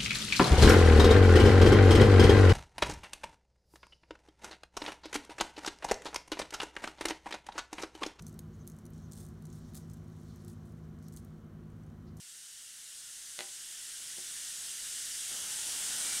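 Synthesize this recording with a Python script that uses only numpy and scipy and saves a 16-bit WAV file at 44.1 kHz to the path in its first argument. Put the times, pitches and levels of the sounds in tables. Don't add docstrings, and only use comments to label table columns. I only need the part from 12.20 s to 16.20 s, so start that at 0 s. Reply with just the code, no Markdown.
import sys
import numpy as np
from scipy import signal
from scipy.fft import rfft, irfft
from scipy.io import wavfile
from scipy.ndimage import uniform_filter1d

SR = 44100
rng = np.random.default_rng(int(sys.argv[2]) if len(sys.argv) > 2 else 0)


def generate_wav(sig):
    pcm = np.round(np.clip(np.atleast_2d(sig).T, -1, 1) * 32767).astype(np.int16)
    wavfile.write(sys.argv[1], SR, pcm)


N = 176400


def amp(db):
    return 10 ** (np.asarray(db) / 20)


def unit_rms(x):
    return x / np.sqrt(np.mean(x ** 2) + 1e-20)


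def at_frequency(points, hz):
    point_hz, value = np.transpose(points)
    return np.interp(np.log(hz + 1), np.log(point_hz + 1), value)


def envelope(points):
    return amp(np.interp(np.arange(N) / SR, *np.transpose(points)))


def add(mix, start_s, sound):
    part = mix[round(start_s * SR):][:len(sound)]
    part += sound[:len(part)]


def coloured_noise(spectrum):
    gain = amp(at_frequency(spectrum, np.fft.rfftfreq(N, 1 / SR)))
    return unit_rms(irfft(rfft(rng.standard_normal(N)) * gain, N))


def smooth_field(shape, bins, frames):
    field = rng.standard_normal(shape)
    for axis, span in enumerate((bins, frames)):
        field = uniform_filter1d(field, span, axis)
    return unit_rms(field)


# frequency_hz, relative_density_db
ROOM_TONE_SPECTRUM = [(20, 0.5), (60, 0), (150, 0.5), (340, -4), (550, -7.5), (1000, -13.5), (2000, -22.5)]

def room_tone(level_db=-63.5):
    return amp(level_db) * coloured_noise(ROOM_TONE_SPECTRUM)


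# frequency_hz, t60_s
ROOM_DECAY = [(150, .2), (800, .23), (2500, .22), (8000, .15)]

def reverberation(x, delay_s=0.0045):
    hz, t, spectra = signal.stft(rng.standard_normal(SR // 2), SR, nperseg=256)
    decay = amp(-60 * t / at_frequency(ROOM_DECAY, hz)[:, None])
    tail = signal.istft(spectra * decay, SR, nperseg=256)[1]
    tail *= np.arange(len(tail)) > delay_s * SR
    return signal.fftconvolve(x, tail / np.linalg.norm(tail))[:N]


# time_s, level_db
ARM_LEVEL = [(3.04, -76), (3.1, -56), (3.13, -49), (3.21, -55.5), (3.41, -60.5), (3.48, -52), (3.7, -53.5),
             (4.0, -54.5)]
# frequency_hz, relative_density_db
ARM_SPECTRUM = [(25, -4), (120, -3.5), (280, 1), (430, -4), (800, 1), (1200, -2.5), (2500, -13)]

def arm_rustle():
    return envelope(ARM_LEVEL) * coloured_noise(ARM_SPECTRUM)


# frequency_hz, relative_level_db
CLICK_SPECTRUM = [(40, -55), (150, -38), (500, -0.5), (1200, -2), (2000, -4.5), (2700, -1), (4100, 1),
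                  (5200, -10), (7000, -1), (10000, -31), (16000, -41)]

def metal_click(size=2048):
    hz = abs(np.fft.fftfreq(size, 1 / SR))
    log_gain = np.log(amp(at_frequency(CLICK_SPECTRUM, hz)))
    spectrum = np.exp(np.conj(signal.hilbert(log_gain)))
    pulse = np.fft.ifft(spectrum).real
    return pulse / abs(pulse).max()


# pitch_hz, gain_db, t60_s
BENCH_MODES = [(185, -20, 0.14), (247, -13, 0.071), (369, -3.5, 0.12), (463, -7, .05), (519, -3.5, .07),
               (603, -3.5, 0.055), (678, -11, .08), (790, -6.5, 0.19), (1006, -14, 0.36), (1490, -5, 0.064),
               (1826, -6, .07), (2000, 4.5, 0.029), (2430, -5, 0.044), (3600, 1, 0.0081)]

def bench_resonance(force):
    t = np.arange(SR // 2) / SR
    impulse_response = sum(amp(db) * np.exp(-np.log(1000) * t / t60) * np.cos(2 * np.pi * hz * t)
                           for hz, db, t60 in BENCH_MODES)
    return signal.fftconvolve(force, impulse_response)[:N]


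# start_s, click_db, impulse_db
ROD_BOUNCES = [(1.1850, -43, -48), (1.1906, -12.5, -36.5), (1.1920, -33, -43.5), (1.1988, -31, -44),
               (1.2070, -13.5, -36.5)]
# start_s, impulse_db, contact_s
SOFT_BUMPS = [(1.970, -41, 0.0038), (1.984, -36.5, 0.0028), (2.003, -42, 0.0046), (3.113, -43, 0.0036)]

def bench_impacts(click_reverb_db=-6, ring_reverb_db=-7.5):
    clicks, force, click = np.zeros(N), np.zeros(N), metal_click()
    for start_s, click_db, impulse_db in ROD_BOUNCES:
        add(clicks, start_s, amp(click_db) * click)
        add(force, start_s, amp([impulse_db]))
    for start_s, impulse_db, contact_s in SOFT_BUMPS:
        scaled_time = np.arange(SR // 50) / SR / contact_s * 2 * np.pi
        push = scaled_time * np.exp(-scaled_time)
        add(force, start_s, amp(impulse_db) * push / push.sum())
    ring = bench_resonance(force)
    return clicks + ring + reverberation(amp(click_reverb_db) * clicks + amp(ring_reverb_db) * ring)


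# start_s, end_s, pitch_hz, half_width_hz, level_db
WHISTLE_BANDS = [(3.81, 4.0, 2320, 75, -54.5), (3.66, 4.05, 1450, 110, -56), (3.24, 3.46, 860, 65, -63),
                 (3.76, 4.0, 8650, 550, -42.5)]

def whistles(fade_s=0.026):
    t, hz, out = np.arange(N) / SR, np.fft.rfftfreq(N, 1 / SR), np.zeros(N)
    for start_s, end_s, pitch_hz, half_width_hz, level_db in WHISTLE_BANDS:
        detuning = (hz - pitch_hz) / half_width_hz
        band = unit_rms(irfft(rfft(rng.standard_normal(N)) / (1 + detuning ** 2), N))
        gate = np.clip(np.minimum(t - start_s, end_s - t) / fade_s, 0, 1)
        out += amp(level_db) * band * gate
    return out


# frequency_hz, relative_density_db
JET_SPECTRUM = [(200, -24.5), (700, -21), (1180, -17.5), (1420, -8.5), (1850, -6.5), (2480, -11),
                (2900, -2.5), (3300, -2.5), (4200, -4.5), (5700, -1), (7300, 0.5), (8800, 2), (9700, -1),
                (11900, -10.5), (13600, -15.5), (15700, -22.5)]

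def valve_leak(level_db=-35.5, reverb_db=-13.5):
    spectra = signal.stft(coloured_noise(JET_SPECTRUM), nperseg=512)[2]
    flutter_db = 0.17 * smooth_field((1, spectra.shape[1]), bins=1, frames=12)
    flicker_db = 0.83 * smooth_field(spectra.shape, bins=7, frames=8)
    drift_db = 0.19 * smooth_field(spectra.shape, bins=3, frames=90)
    spectra *= amp(flicker_db + drift_db + flutter_db)
    jet = unit_rms(signal.istft(spectra, nperseg=512)[1][:N])
    return amp(level_db) * unit_rms(jet + amp(reverb_db) * reverberation(jet))


def scene():
    mix = valve_leak() + whistles() + bench_impacts() + room_tone() + arm_rustle()
    return np.array([mix, mix])


# time_s, gain_db
SWELL_GAIN = [(0, -15), (.7, -12.5), (1.0, -11), (1.6, -8.9), (2.2, -6), (2.65, -5), (3.3, -2.5),
              (3.7, -0.74), (3.92, 0.3), (4.0, -0.5)]

def record(dry):
    cutoff_hz = 15800
    low_pass = signal.firwin(701, cutoff_hz, window=("kaiser", 9), fs=SR)
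    return signal.oaconvolve(dry * envelope(SWELL_GAIN), low_pass[None], "same")


dry = scene()
out = record(dry)
generate_wav(out)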